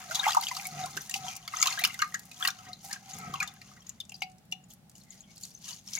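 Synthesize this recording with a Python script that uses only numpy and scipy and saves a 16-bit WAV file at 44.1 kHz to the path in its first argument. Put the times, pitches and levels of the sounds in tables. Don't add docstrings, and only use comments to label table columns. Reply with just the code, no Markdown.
import sys
import numpy as np
from scipy import signal
from scipy.fft import rfft, irfft, next_fast_len
from scipy.io import wavfile

SR = 44100
rng = np.random.default_rng(int(sys.argv[2]) if len(sys.argv) > 2 else 0)


def wav_record(signal):
    frames = np.transpose(np.atleast_2d(signal))
    bounded = np.clip(frames, -1, 1)
    quanta = np.round(bounded * 32767).astype(np.int16)
    wavfile.write(sys.argv[1], SR, quanta)


N = 264143
TIME = np.arange(N) / SR
SIZE = 2 * next_fast_len(N // 2 + SR // 2, True)
FREQ = np.maximum(np.fft.rfftfreq(SIZE, 1 / SR), 1)


# (frequency [Hz], level per Hz [dB])
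KITCHEN_AIR = [(15, -40.5), (25, -30), (48, -10), (87, -8), (190, 2), (285, -15), (489, -22), (818, -16.5),
               (936, -27.5), (1130, -26), (1260, -27), (4030, -32.5), (16000, -38.5)]
# (frequency [Hz], rms level [dB])
APPLIANCE_HUM = [(118.4, -70), (194, -80.5)]
# (peak time [s], rise [s], fall [s], level [dB])
BUMPS = [(0.12, 0.18, 0.17, -55), (0.735, 0.033, 0.14, -45), (0.825, 0.072, .12, -47),
         (0.96, 0.071, 0.11, -48), (1.21, 0.069, 0.15, -50), (1.85, 0.11, 0.75, -59.5),
         (2.68, 0.053, 0.09, -50.5), (3.15, 0.037, 0.14, -47), (3.29, 0.12, 0.16, -43.5),
         (3.50, 0.023, 0.038, -53.5), (3.78, 0.069, 0.034, -57.5)]
# (frequency [Hz], level per Hz [dB])
THUD_SPECTRUM = [(40, -22), (75, -6.5), (110, -2.5), (150, 1), (210, 1), (290, -15.5), (400, -12.5),
                 (550, -17), (900, -41.5)]
# (time [s], level [dB])
SLAPS = [(0.966, -44), (1.829, -52)]
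# (frequency [Hz], level per Hz [dB])
SLAP_SPECTRUM = [(50, -5.5), (150, -0.5), (380, 14), (520, 5), (900, 1), (2000, -6), (5000, -17)]
# (frequency [Hz], width [Hz], level [dB])
POT_MODES = [(745.4, 5.9, 13.5), (782, 20, 6.5), (1010, 10, -26), (1325, 81, -7.5), (1580, 46, -42.5),
             (2035, 110, -8.5), (2290, 24, -11), (3570, 56, -36)]
# (time [s], level [dB])
KNOCKS = [(1.815, -54), (2.476, -39.5), (4.12, -51), (4.22, -31.5), (4.525, -44)]
# (peak time [s], rise [s], fall [s], frequency [Hz], level [dB])
POT_TONES = [(0.59, .015, 0.032, 775, -44), (0.68, 0.0086, 0.038, 758, -41), (0.79, 0.019, .025, 1340, -47),
             (0.807, 0.03, 0.047, 753, -26.5), (0.844, 0.028, 0.022, 740, -35),
             (0.93, 0.017, 0.016, 750, -51), (1.16, 0.009, 0.019, 783, -30.5),
             (1.19, 0.014, 0.021, 780, -38), (1.25, 0.044, 0.064, 749, -36.5), (1.28, .06, 0.1, 1310, -46),
             (1.36, 0.041, 0.065, 766, -48), (2.61, 0.027, 0.024, 740, -47.5),
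             (2.70, 0.039, 0.042, 745, -42), (2.848, 0.013, 0.027, 806, -43),
             (2.89, 0.018, 0.052, 785, -42), (3.14, 0.018, 0.019, 780, -54),
             (3.205, 0.015, 0.023, 775, -50), (3.25, .015, 0.02, 800, -43), (3.262, 0.08, 0.019, 1308, -39),
             (3.29, 0.011, .02, 750, -43), (3.345, 0.021, .04, 785, -43), (3.42, 0.013, 0.034, 795, -44),
             (3.49, .03, 0.029, 805, -50)]
# (frequency [Hz], width [Hz], level [dB])
CAVITY_MODES = [(1096, 67, -7.5), (1277, 100, 4), (1570, 40, -4.5), (1840, 70, -8), (2120, 120, -1),
                (2320, 90, -2)]
# (peak time [s], rise [s], fall [s], frequency [Hz], width [Hz], level [dB])
HAND_HOLLOWS = [(0.80, 0.047, 0.014, 2410, 500, -46), (1.30, 0.019, 0.083, 2410, 395, -47),
                (3.22, 0.077, 0.059, 2200, 506, -55.5), (5.115, 0.061, 0.084, 2050, 204, -65.5),
                (5.24, 0.017, 0.025, 3180, 404, -62), (5.30, 0.048, .04, 2190, 170, -67),
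                (5.70, .05, 0.047, 2930, 329.3, -49), (5.975, 0.056, .04, 2260, 400, -50)]
# (peak time [s], rise [s], fall [s], level [dB])
FIST_PRESSES = [(5.715, 0.027, 0.047, -58), (5.98, 0.018, .03, -54)]
# (frequency [Hz], level per Hz [dB])
KNEAD_SPECTRUM = [(400, -8), (750, -3), (1200, -6), (1800, -13), (3500, -30)]
# (time [s], level [dB], extra top treble [dB])
FILM_SNAPS = [(0.347, -30.5, -2), (0.411, -39, 8.5), (0.669, -34.5, 7), (0.859, -32, -9),
              (1.017, -44.5, 6.5), (1.096, -33, 1), (1.353, -38, -9), (1.365, -37.5, 4), (1.793, -43, 18.5),
              (1.841, -37, 16), (1.873, -38, 6.5), (1.942, -42, 2), (2.194, -42.5, 3), (2.254, -52.5, 7),
              (2.476, -34, 12.5), (2.646, -54, -5), (2.93, -28, -10), (3.186, -42, 5.5), (3.538, -55.5, 6),
              (3.824, -57, -2), (3.885, -58, 1), (3.893, -46, 2), (4.052, -52, -13), (4.094, -47, -11),
              (4.12, -50, 1), (4.164, -54, -3), (4.298, -56, -13), (4.317, -55.5, -16), (4.383, -55.5, -12),
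              (4.453, -67.5, 8), (4.515, -48.5, -2), (4.736, -53.5, 8.5), (4.896, -50, -2),
              (4.915, -56, -4), (4.981, -50.5, -4), (5.036, -52.5, -11), (5.305, -57.5, -9),
              (5.36, -49, -1.5), (5.379, -43.5, -16), (5.411, -49, 6), (5.452, -39, -10), (5.866, -56, -10)]
# (peak time [s], rise [s], fall [s], grain rub [dB],
# wet crackle relative to the rub [dB], churned water [dB], scrape on the pot [dB])
STROKES = [(0.02, 0.26, 0.064, -50, -3, -50.5, -52.5), (0.16, 0.11, 0.11, -42, -6.5, -46, -44),
           (0.28, 0.071, 0.072, -38.5, -5, -35, -36.5), (0.44, 0.11, 0.087, -42.5, -9, -49.5, -65),
           (0.62, 0.29, 0.12, -48, -2, -52.5, -47), (0.81, 0.13, 0.11, -45, -12, -53, -42),
           (1.00, 0.41, 0.29, -52, -3.5, -59, -56.5), (1.16, 0.052, 0.043, -43, -5, -52, -51.5),
           (1.27, 0.065, 0.12, -42, -10, -50.5, -47.5), (1.64, 0.15, 0.31, -41, -7, -42.5, -46),
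           (1.86, 0.11, 0.12, -56, -16, -49.5, -78), (2.02, 0.15, 1, -61.5, -1, -67, -63.5),
           (2.35, 0.085, 0.89, -56, -10, -73, -93), (2.46, 0.062, 0.01, -51, 8, -39.5, -47),
           (2.68, 0.2, 0.073, -66.5, -20.5, -56.5, -57), (2.845, 0.014, 0.072, -54.5, 7.5, -77, -50.5),
           (2.94, 0.067, 0.05, -49.5, -9, -49, -56), (3.10, 0.05, 0.22, -50, -4.5, -65, -55.5),
           (3.24, 0.26, 0.13, -54, -34, -60, -50), (3.42, 0.23, 0.14, -53, -20, -52, -53.5),
           (3.69, 0.22, 0.13, -59, -11, -63, -64.5), (3.87, 0.064, 0.16, -64.5, -9, -65.5, -96.5)]
# (peak time [s], rise [s], fall [s], grain rub [dB],
# wet crackle relative to the rub [dB])
SQUEEZES = [(4.17, 0.15, 0.1, -69.5, -2), (4.705, 0.014, 0.042, -59, 0.5), (4.97, 0.027, 0.095, -63, -1),
            (5.129, 0.035, 0.12, -56.5, -6.5), (5.317, 0.037, 0.047, -57, -16),
            (5.439, 0.075, 0.12, -56, 0), (5.695, 0.073, 0.084, -42.5, -8), (5.887, 0.031, 0.017, -48, -8),
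            (5.968, 0.068, 0.029, -42.5, -2)]
# (frequency [Hz], level per Hz [dB])
WASH_SPECTRUM = [(300, -27), (600, -19.5), (900, -9), (1300, 10), (1700, -3.5), (2400, 5.5), (3500, 1),
                 (7000, -18)]
# (frequency [Hz], level per Hz [dB])
RUSTLE_SPECTRUM = [(400, -20), (900, -16), (1700, -26), (2500, -7.5), (3400, -6), (5200, -2), (6600, 3),
                   (7900, -14.5), (11000, -16), (16000, -35)]
# (frequency [Hz], level per Hz [dB])
CRACKLE_SPECTRUM = [(2000, -17.5), (5000, 1.5), (6700, 3.5), (8200, 1), (10500, -1), (13000, -1),
                    (16000, -8)]
# (time [s], bubble pitch [Hz], bubble level [dB],
# ring time constant [ms], pitch climb [share], spray level [dB])
PLOPS = [(0.096, 668, -41.5, 34, 0.31, -56.5), (0.110, 1430, -27.5, 4.9, -0.18, -27),
         (0.147, 5500, -41, 1.2, 0, -19), (0.153, 3404, -26, 5.9, -0.086, -15.5),
         (0.191, 854, -27, 2.5, 0.0047, -30.5), (0.195, 3780, -19.5, 3.4, 0.04, -27.5),
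         (0.230, 1650, -30, 7.7, -0.085, -38), (0.238, 3190, -30, 2.7, -0.026, -28),
         (0.241, 2340, -25.5, 7.7, 0.32, -45), (0.254, 1310, -28, 2.4, 0, -40.5),
         (0.256, 2120, -26.5, 4.1, -0.095, -31), (0.265, 837, -16, 2.5, -0.031, -32.5),
         (0.278, 852, -20.5, 5.2, 0.18, -34), (0.272, 1135, -25, 5.2, 0.022, -34),
         (0.282, 3450, -29, 2.7, 0.14, -20), (0.287, 1170, -23, 3, 0.2, -27.5),
         (0.294, 3600, -31, 2.5, -0.075, -29), (0.3053, 3960, -26, 1.5, 0.035, -23.5),
         (0.319, 4800, -30, 2.5, -0.0029, -21.5), (0.331, 4900, -26.5, 1.2, 0, -25.5),
         (0.329, 2630, -50, 4.2, 0.21, -40.5), (0.3482, 1150, -19, 1.1, 0.15, -25.5),
         (0.368, 906, -11, 3.8, 0.27, -24), (0.380, 1160, -27.5, 5, 0.1, -48),
         (0.411, 4420, -30, 1.7, 0, -35), (0.424, 840, -41, 6.8, 0.18, -25),
         (0.425, 2100, -38.5, 3, 0.023, -37), (0.435, 4694, -37, 2, 0, -24),
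         (0.4685, 3250, -20.5, 0.67, -0.24, -30), (0.484, 4700, -31, 2.3, -0.091, -23.5),
         (0.51, 2037, -31.5, 5.1, 0.0044, -44), (0.513, 1010, -29, 4.4, -0.073, -31.5),
         (0.549, 5600, -41, 1.5, 0, -25.5), (0.566, 4730, -35, 3.3, -0.19, -25),
         (0.566, 1130, -36, 1.7, 0.17, -46), (0.597, 2400, -30.5, 0.87, 0.034, -46),
         (0.6526, 2240, -33.5, 6.2, -0.056, -27.5), (0.844, 1370, -38, 6.5, 0.2, -55),
         (0.864, 1056, -42, 8.3, -0.021, -55), (0.968, 6000, -38, 1, 0.054, -23.5),
         (0.972, 1385, -30.5, 0.84, -0.15, -24), (1.008, 6000, -34, 2.2, -0.12, -40),
         (1.094, 1860, -41.5, 5.6, 0, -31), (1.111, 7050, -26, 0.44, 0.094, -30),
         (1.1404, 2590, -21, 1.1, 0.39, -18.5), (1.141, 4750, -33, 2, -0.15, -40),
         (1.161, 3340, -38, 2.2, 0, -31), (1.3668, 5940, -41, 2.2, 0.0052, -48),
         (1.477, 1270, -40, 3.1, 0.13, -27.5), (1.536, 1235, -28, 4.7, 0.23, -38.5),
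         (1.538, 2060, -34.5, 2.9, -0.012, -42), (1.561, 3400, -35.5, 1.5, 0, -35),
         (1.569, 1230, -35, 2.8, 0.059, -44.5), (1.569, 6380, -23.5, 0.92, -0.027, -30),
         (1.586, 5168, -33, 2, -0.096, -40.5), (1.600, 6800, -24, 2, 0.035, -30),
         (1.608, 1320, -34, 3.7, 0.088, -32.5), (1.6159, 6900, -13.5, 0.32, -0.067, -23.5),
         (1.626, 2230, -20.5, 1.9, -0.023, -10), (1.629, 1220, -22, 1.7, 0.22, -42),
         (1.657, 2700, -25.5, 2.2, 0.099, -21), (1.659, 1068, -26.5, 8.3, 0.15, -25),
         (1.670, 3830, -26.5, 2.5, -0.085, -32.5), (1.671, 6240, -23, 1.9, 0.16, -13),
         (1.68, 1200, -25, 2.4, .15, -29), (1.693, 3640, -32, 1.6, .05, -34),
         (1.709, 2110, -32.5, 3.6, 0.078, -40.5), (1.725, 4270, -31, 3.8, 0.086, -24.5),
         (1.774, 1623, -30, 5, 0.071, -38), (1.782, 1780, -33, 4.1, 0.16, -43.5),
         (1.789, 3860, -33, 2.5, -0.024, -33.5), (1.7928, 1985, -27, 4.3, 0.17, -31.5),
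         (1.805, 3970, -33, 2.3, -0.038, -41.5), (1.816, 730, -35, 5, -0.17, -29.5),
         (1.838, 2305, -15.5, 1.5, 0.31, -14), (1.846, 1265, -28, 2, 0.1, -24),
         (1.849, 2800, -15, 0.65, 0.16, -10.5), (1.873, 1375, -39, 6.7, -0.082, -40.5),
         (1.897, 2110, -39, 4, -0.083, -55), (1.905, 2750, -39, 2.8, .1, -56.5),
         (1.943, 2040, -35, 3.7, 0.075, -36.5), (1.9907, 1490, -30.5, 9.4, 0.28, -26.5),
         (1.996, 2890, -35, 3.6, -0.08, -37.5), (2.002, 2190, -37, 4, -0.08, -37.5),
         (2.0188, 1227, -20, 8.2, -0.079, -24), (2.018, 4310, -31, 1.6, -0.12, -21.5),
         (2.020, 2160, -24, 2.6, 0.16, -39), (2.021, 1605, -21, 3.3, 0.057, -30),
         (2.043, 1210, -30.5, 9.8, -0.03, -34), (2.122, 1910, -44, 2.2, 0, -45),
         (2.141, 1350, -32, 1.7, -0.22, -31), (2.1432, 1900, -26, 1.4, -0.098, -24),
         (2.148, 1674, -29.5, 3.9, 0.16, -36), (2.144, 6670, -27.5, 1.4, -0.00096, -44.5),
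         (2.314, 2570, -42.5, 5.2, -0.099, -33.5), (2.406, 1304, -34.5, 7.8, 0.17, -40.5),
         (2.425, 3364, -20, 1.9, -0.056, -31.5), (2.425, 1510, -28.5, 1.5, 0.33, -39.5),
         (2.4498, 1875, -24, 3.9, 0.2, -21.5), (2.450, 2770, -19.5, 0.95, -0.028, -25.5),
         (2.449, 1190, -30.5, 1.5, 0.14, -38), (2.474, 4500, -17, 0.63, -0.25, -16.5),
         (2.472, 3020, -28, 2, -0.085, -30), (2.472, 1170, -27.5, 5.7, 0.062, -45),
         (2.484, 1435, -20, 0.68, 0.24, -21), (2.503, 6300, -36, 1.5, 0, -26.5),
         (2.586, 1310, -45.5, 16, -0.15, -40), (2.666, 1870, -48, 3.6, 0.011, -65),
         (2.731, 4160, -32.5, 1.6, -0.23, -37.5), (2.91, 1780, -36.5, 5.9, 0.061, -32),
         (2.912, 2200, -45, 3.3, 0, -54), (2.93, 1630, -43, 5, -0.13, -48), (2.927, 6640, -67, 2, 0, -29),
         (2.959, 1636, -39, 4.2, -0.3, -58), (3.134, 6720, -35.5, 2.6, -0.099, -48),
         (3.338, 1130, -25.5, 5.7, -0.31, -27.5), (3.355, 2720, -36.5, 3, -0.27, -37),
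         (3.4018, 2430, -22, 5.6, -0.034, -24.5), (3.4095, 1420, -30, 4.4, 0.3, -45),
         (3.416, 2280, -30.5, 4.6, -0.13, -54), (3.421, 1686, -27.5, 5.5, 0.034, -52),
         (3.426, 1985, -33, 7, -0.11, -43), (3.426, 1226, -32.5, 8.1, 0.12, -23.5),
         (3.428, 6960, -28.5, 2, -0.0054, -59.5), (3.475, 3613, -37, 7.3, -0.12, -28),
         (3.615, 2130, -48, 1.8, -0.1, -41), (3.714, 1230, -50, 2.7, -0.19, -50),
         (3.765, 1500, -51, 4.3, 0.23, -49), (3.772, 1950, -54.5, 5.2, -.1, -59),
         (3.819, 3230, -53.5, 4.3, 0, -58), (3.804, 5740, -49.5, 2.4, 0.052, -62),
         (3.867, 6718, -44.5, 1.5, 0, -41), (3.893, 6900, -26.5, 0.4, 0.091, -43),
         (4.002, 3610, -29.5, 4, -0.14, -28), (4.094, 7220, -37.5, 1.3, 0, -48),
         (4.096, 2770, -47.5, 1.3, 0.049, -50.5), (4.119, 2640, -38.5, 2, 0.2, -43),
         (4.142, 4900, -37.5, 2.6, 0.095, -41.5), (4.152, 4830, -39, 1.5, -0.059, -56),
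         (4.206, 6240, -45, 2, 0, -47), (4.22, 2223, -26.5, 3.2, -0.094, -25),
         (4.219, 2840, -28, 1.5, 0, -55), (4.232, 4750, -35, 2.4, -0.099, -40),
         (4.5223, 2850, -24.5, 2.1, 0, -28.5), (4.524, 3520, -38.5, 1.5, 0.047, -54),
         (4.638, 7100, -53, 2, -0.019, -58), (4.707, 7120, -49, 1.6, 0.067, -56.5),
         (4.953, 7050, -46.5, 1.2, -0.035, -51.5), (5.011, 4260, -52, 3.4, 0.0031, -57.5),
         (5.105, 7070, -35.5, 0.48, -0.079, -55), (5.205, 6720, -42, 1.7, 0.059, -56),
         (5.369, 4540, -44, 1.8, 0, -47.5), (5.435, 4430, -35, 1.4, 0.12, -55),
         (5.4356, 7000, -31, 0.59, 0, -59), (5.514, 5730, -49, 2, -0.069, -57),
         (5.549, 6270, -37, 1.8, 0, -46), (5.574, 6270, -48, 2.2, 0.048, -56),
         (5.643, 5900, -37.5, 1.3, 0, -43), (5.876, 5560, -33.5, 1.5, -0.097, -48),
         (5.935, 5480, -20, 0.16, 0, -33), (5.952, 6050, -19.5, 0.39, 0.36, -31),
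         (5.974, 2220, -34, 4.9, 0.16, -49), (5.985, 6700, -31, 1.7, -0.029, -46)]
# (frequency [Hz], level per Hz [dB])
SPRAY_SPECTRUM = [(300, -34), (600, -20.5), (900, 3), (1500, -4), (2500, -0.5), (4500, 5.5), (6700, 7),
                  (8000, -1.5), (10500, -3.5), (12500, -5), (14500, -1), (16000, -18)]

ARCH_DB, ARCH_POWER = 15, 1.15
WRING_DB, SPILL_DB = -16.5, -28
LEAN_DB, LEAN_DB_PER_OCTAVE, SCATTER_DB = 0.5, 2, 0.5
PHASE_SCATTER = .6
SMALLEST_HZ = 7030
BOOM_HZ = 149
SLAP_DECAY_S = .014
BRIGHT_HZ = 9500
WALL_LOWEST_HZ = 1300
TOP_HZ = 16300


def undb(db):
    return 10 ** (np.asarray(db) / 20)


def unit(x):
    return x / np.sqrt(np.mean(x ** 2))


def filtered(x, response):
    return irfft(rfft(x, SIZE) * response)[..., :N]


def colour(points):
    hz, db = np.transpose(points)
    gain = unit(undb(np.interp(np.log(FREQ), np.log(hz), db)))
    cepstrum = irfft(np.log(gain))
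    cepstrum[1:SIZE // 2] *= 2
    cepstrum[SIZE // 2 + 1:] = 0
    return np.exp(rfft(cepstrum))


def resonance(hz, width):
    return 1 / (1 + 1j * (FREQ ** 2 - hz ** 2) / (FREQ * width))


def top_treble():
    return 1 / (1 + (BRIGHT_HZ / FREQ) ** 8)


def add(track, start, sound):
    i = max(int(start * SR), 0)
    part = track[..., i:i + sound.shape[-1]]
    part += sound[..., :part.shape[-1]]


def pan(db):
    return undb(np.array([[db], [-db]]) / 2)


def wander(step_s):
    knots = np.arange(0, N / SR + step_s, step_s)
    return np.interp(TIME, knots, rng.standard_normal(len(knots)))


def arches(moves):
    power = np.zeros(N)
    for peak, rise, fall, db in moves:
        away = np.maximum((peak - TIME) / rise, (TIME - peak) / fall)
        near = away < 5
        power[near] += undb(db - ARCH_DB * away[near] ** ARCH_POWER) ** 2
    return np.sqrt(power)


def clicks(rate, spread_db):
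    size = undb(spread_db * np.minimum(rng.exponential(size=N), 4))
    return unit((rng.random(N) < rate / SR) * size * rng.choice([-1, 1], N))


def grains(rate, spread_db, width=0.63, scratch=0.0002):
    decay = np.exp(-2 / (scratch * SR))
    energy = clicks(rate, spread_db) ** 2 + 1e-12
    size = np.sqrt(signal.lfilter([1], [1, -decay], energy))
    mid, side = size * rng.standard_normal((2, N))
    return unit(np.array([mid + width * side, mid - width * side]))


def bubble(hz, ring, climb, phase=0):
    t = np.arange(int(7 * ring * SR) + 100) / SR
    swell = 1 - np.exp(-(t / (0.0013 + 1.5 / hz)) ** 2)
    shape = swell * np.exp(-t / ring)
    pitch = hz * (1 + climb * (np.tanh(t / (4 * ring)) - .25))
    return shape / shape.max() * np.sin(2 * np.pi * np.cumsum(pitch) / SR + phase)


def froth(rate, low_hz, high_hz, cycles, spread_db, rise=0.037):
    out = np.zeros((2, N))
    for when, size, strength, side in rng.random((int(rate * N / SR), 4)):
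        hz = low_hz * (high_hz / low_hz) ** size
        gain = undb(-spread_db * np.log(strength + 0.0026)) * pan(14 * (side - .5))
        add(out, when * N / SR, gain * bubble(hz, cycles / hz, rise))
    return unit(out)


def kitchen(air_db=-59.5, wide_hz=900):
    mid, side = filtered(rng.standard_normal((2, N)), colour(KITCHEN_AIR))
    side = filtered(side, 1.5 * FREQ / (FREQ + wide_hz))
    hum = sum(undb(db) * np.sqrt(2) * np.sin(2 * np.pi * hz * TIME) for hz, db in APPLIANCE_HUM)
    return undb(air_db) * (mid + np.array([side, -side])) + hum


def echoes(x, delay, t60, top_hz):
    t = np.arange(SR // 2) / SR
    tail = rng.standard_normal((2, len(t))) * undb(-60 * t / t60) * (t > delay)
    tail /= np.sqrt(np.sum(tail ** 2, axis=1, keepdims=True))
    return filtered(signal.fftconvolve(x, tail, axes=1)[:, :N], 1 / (1 + 1j * FREQ / top_hz))


def thuds(thud_db=-4, boom_db=-1, boom_waver=.05, boom_flutter_db=2):
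    rumble = filtered(grains(rate=1000, spread_db=2.5, width=0.11), colour(THUD_SPECTRUM))
    bend, flutter = wander(.02), wander(.02)
    turns = np.cumsum(BOOM_HZ * (1 + boom_waver * bend)) / SR
    boom = undb(boom_db + boom_flutter_db * flutter) * np.sin(2 * np.pi * turns)
    push = np.zeros(N)
    for start, db in SLAPS:
        add(push, start, undb(db) * np.exp(-TIME[:SR // 5] / SLAP_DECAY_S))
    slaps = filtered(push * rng.standard_normal(N), colour(SLAP_SPECTRUM))
    return arches(BUMPS) * (undb(thud_db) * rumble + boom) + slaps


def pot(x):
    return filtered(x, sum(undb(db) * resonance(hz, width) for hz, width, db in POT_MODES))


def pot_contact(drag, knock_db=43, soft_hz=900):
    pushes = np.zeros(N)
    for start, db in KNOCKS:
        add(pushes, start, undb([db + knock_db]))
    knocks = pot(filtered(pushes, resonance(soft_hz, soft_hz / 3)))
    rocking = np.interp(TIME, np.linspace(0, N / SR, 130), .028 * rng.standard_normal(130))
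    scrape = unit(pot(clicks(rate=4200, spread_db=2.5)))
    scrape = np.interp(np.cumsum(1 + rocking), np.arange(N), scrape, period=N)
    return knocks + drag * scrape


def pot_tones(tone_db=-2.5, waver=.018, flutter_db=2.5):
    bend, flutter = wander(.013), wander(.013)
    turns = np.cumsum(1 + waver * bend) / SR
    tones = np.zeros(N)
    for peak, rise, fall, hz, db in POT_TONES:
        tones += arches([(peak, rise, fall, db)]) * np.sin(2 * np.pi * hz * turns)
    return undb(tone_db + flutter_db * flutter) * tones


def cavity(cavity_db=-7, waver=.008):
    rub = clicks(rate=3000, spread_db=2.0)
    modes = sum(undb(db) * resonance(hz, width) ** 2 for hz, width, db in CAVITY_MODES)
    ring = unit(filtered(rub, modes))
    shape = np.interp(TIME, np.linspace(0, N / SR, 90), rng.standard_normal(90))
    bent = np.interp(np.cumsum(1 + waver * shape), np.arange(N), ring, period=N)
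    return undb(cavity_db) * arches(BUMPS) * bent


def hollows():
    rub = grains(rate=2700, spread_db=-1.5)
    out = np.zeros((2, N))
    for peak, rise, fall, hz, width, db in HAND_HOLLOWS:
        ring = unit(filtered(rub, resonance(hz, width) ** 2))
        out += arches([(peak, rise, fall, db)]) * ring
    return pan(db=2.5) * out


def kneading():
    crunch = filtered(grains(rate=1300, spread_db=1.0), colour(KNEAD_SPECTRUM))
    return arches(FIST_PRESSES) * crunch


def snaps(snap_db=1.5, decay_s=0.0033, lean_db=1.0):
    size = np.zeros((2, 1, N))
    for start, db, top_db in FILM_SNAPS:
        levels = undb([[[db + snap_db]], [[db + snap_db + top_db]]])
        add(size, start, levels * np.exp(-TIME[:SR // 20] / decay_s))
    mid, side = rng.standard_normal((2, N))
    body, top = size * np.array([mid + side / 2, mid - side / 2])
    tick = body + filtered(top - body, top_treble())
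    return pan(lean_db) * filtered(tick, colour(CRACKLE_SPECTRUM))


def hand():
    moves = list(STROKES)
    for *when, rub, wet in SQUEEZES:
        moves.append((*when, rub, wet, rub + WRING_DB, rub + SPILL_DB))
    return (arches((*when, rub) for *when, rub, wet, churn, scrape in moves),
            arches((*when, rub + wet) for *when, rub, wet, churn, scrape in moves),
            arches((*when, churn) for *when, rub, wet, churn, scrape in moves),
            arches((*when, scrape) for *when, rub, wet, churn, scrape in moves))


def churning(churn, froth_db=-4, wash_db=-4.0, gurgle_db=-5):
    seethe = froth(rate=260, low_hz=1050, high_hz=3300, cycles=9, spread_db=3.5, rise=.15)
    gurgle = froth(rate=110, low_hz=950, high_hz=2800, cycles=16, spread_db=2.5, rise=.25)
    wash = filtered(grains(rate=1300, spread_db=3.0), colour(WASH_SPECTRUM))
    water = undb(froth_db) * seethe + undb(gurgle_db) * gurgle + undb(wash_db) * wash
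    return pan(db=3.0) * churn * water


def wet_crackle(body_db=2, top_db=2):
    response = colour(CRACKLE_SPECTRUM)
    shared = filtered(grains(rate=1000, spread_db=4.6, scratch=.0006), response)
    separate = filtered(grains(rate=1000, spread_db=4.6, scratch=.0006), response)
    body = filtered(shared, np.sqrt(1 - top_treble()))
    top = filtered(unit(separate + shared / 2), np.sqrt(top_treble()))
    return undb(body_db) * body + undb(top_db) * top


def rubbing(rub, wet, rustle_db=-0.5, fizz_db=-6, patchy_db=2.0):
    rustle = filtered(grains(rate=1900, spread_db=4.0), colour(RUSTLE_SPECTRUM))
    fizz = froth(rate=380, low_hz=3000, high_hz=7400, cycles=5, spread_db=4.5)
    rubbed = pan(db=3.5) * (undb(rustle_db) * rustle + undb(fizz_db) * fizz)
    clumps = undb(patchy_db * wander(.011))
    return clumps * (rub * rubbed + wet * wet_crackle())


def splinters(hz, ring, climb, apart_octaves=.3, late_s=.011, fade_db=8, count=3):
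    out = np.zeros((2, SR // 5))
    for size, late, side in rng.random((count, 3)):
        near_hz = hz * 2 ** (apart_octaves * (2 * size - 1))
        gain = pan(10 * (side - .5)) * undb(-fade_db * late)
        add(out, .003 + late * late_s, gain * bubble(near_hz, min(ring, .004), climb))
    return out


def lingering(hz, decay, width_hz=70):
    t = np.arange(int(7 * decay * SR) + 100) / SR
    knots = np.arange(0, t[-1] + 1 / width_hz, 1 / width_hz)
    draws = rng.standard_normal((2, 2, len(knots)))
    beating = np.array([np.interp(t, knots, re + 1j * im) for re, im in draws])
    tone = np.imag((.6 + .8 * beating) * np.exp(2j * np.pi * hz * t))
    return (1 - np.exp(-t / .002)) * np.exp(-t / decay) * tone


def spray_burst(lowest_hz, decay_s=0.005):
    t = np.arange(SR // 20) / SR
    high_pass = signal.butter(2, 0.89 * lowest_hz, "high", fs=SR, output="sos")
    shared, apart = signal.sosfilt(high_pass, rng.standard_normal((2, len(t))))
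    envelope = (1 - np.exp(-(t / 0.000076) ** 2)) * np.exp(-t / decay_s)
    return envelope * np.array([shared + apart / 2, shared - apart / 2])


def plops(spray_db=-10, rise=0.088, droplet_db=-5, droplet_span_s=0.0196, droplet_cycles=6,
          linger_db=-23, linger_s=0.03, linger_hz=3500, full_ring_ms=1.0, splinter_db=-12, count=8):
    bubbles, spray = np.zeros((2, N)), np.zeros((2, N))
    for start, hz, db, ring_ms, climb, burst_db in PLOPS:
        ring = ring_ms / 1000
        lean = LEAN_DB + LEAN_DB_PER_OCTAVE * np.log2(hz / 1000)
        place = pan(lean + SCATTER_DB * rng.standard_normal())
        phase = PHASE_SCATTER * rng.standard_normal() * np.array([[.5], [-.5]])
        add(bubbles, start, place * undb(db) * bubble(hz, ring, climb, phase))
        add(bubbles, start, place * undb(db + splinter_db) * splinters(hz, ring, climb))
        linger = undb(db + linger_db) * min(1, ring_ms / full_ring_ms)
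        linger_decay = linger_s * min(1, linger_hz / hz) ** 2
        add(bubbles, start, place * linger * lingering(hz, linger_decay))
        lowest_hz = min(.9 * hz, 2400)
        add(spray, start, undb(burst_db + spray_db) * spray_burst(lowest_hz))
        for size, late, side in rng.random((count, 3)):
            small_hz = lowest_hz * (SMALLEST_HZ / lowest_hz) ** size
            gain = undb(burst_db + droplet_db - 44.3 * late) * pan(16 * (side - .5))
            droplet = gain * bubble(small_hz, droplet_cycles / small_hz, rise)
            add(bubbles, start + late * droplet_span_s, droplet)
    return bubbles + filtered(spray, colour(SPRAY_SPECTRUM))


def scene(ring_db=-8, walls_db=-6, room_db=-16, lag=1.08, lowest_hz=560):
    water = plops() + snaps()
    rub, wet, churn, drag = hand()
    near = water + undb(ring_db) * pot(water)
    near = near + rubbing(rub, wet) + churning(churn) + kneading()
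    near = near + pot_contact(drag) + pot_tones() + hollows() + cavity()
    near = filtered(near, 1 / np.sqrt(1 + (lowest_hz / FREQ) ** 10))
    left = filtered(near[0], np.exp(-1j * lag * np.tanh(FREQ / 900)))
    direct = np.array([left, near[1]])
    short_waves = filtered(near, 1 / np.sqrt(1 + (WALL_LOWEST_HZ / FREQ) ** 6))
    walls = undb(walls_db) * echoes(short_waves, delay=.001, t60=.045, top_hz=14000)
    room = undb(room_db) * echoes(near, delay=0.011, t60=0.22, top_hz=6000)
    return direct + walls + room + thuds() + kitchen()


def record(dry):
    low_pass = signal.ellip(10, .2, 70, TOP_HZ, fs=SR, output="sos")
    return signal.sosfilt(low_pass, dry)


dry = scene()
out = record(dry)
wav_record(out)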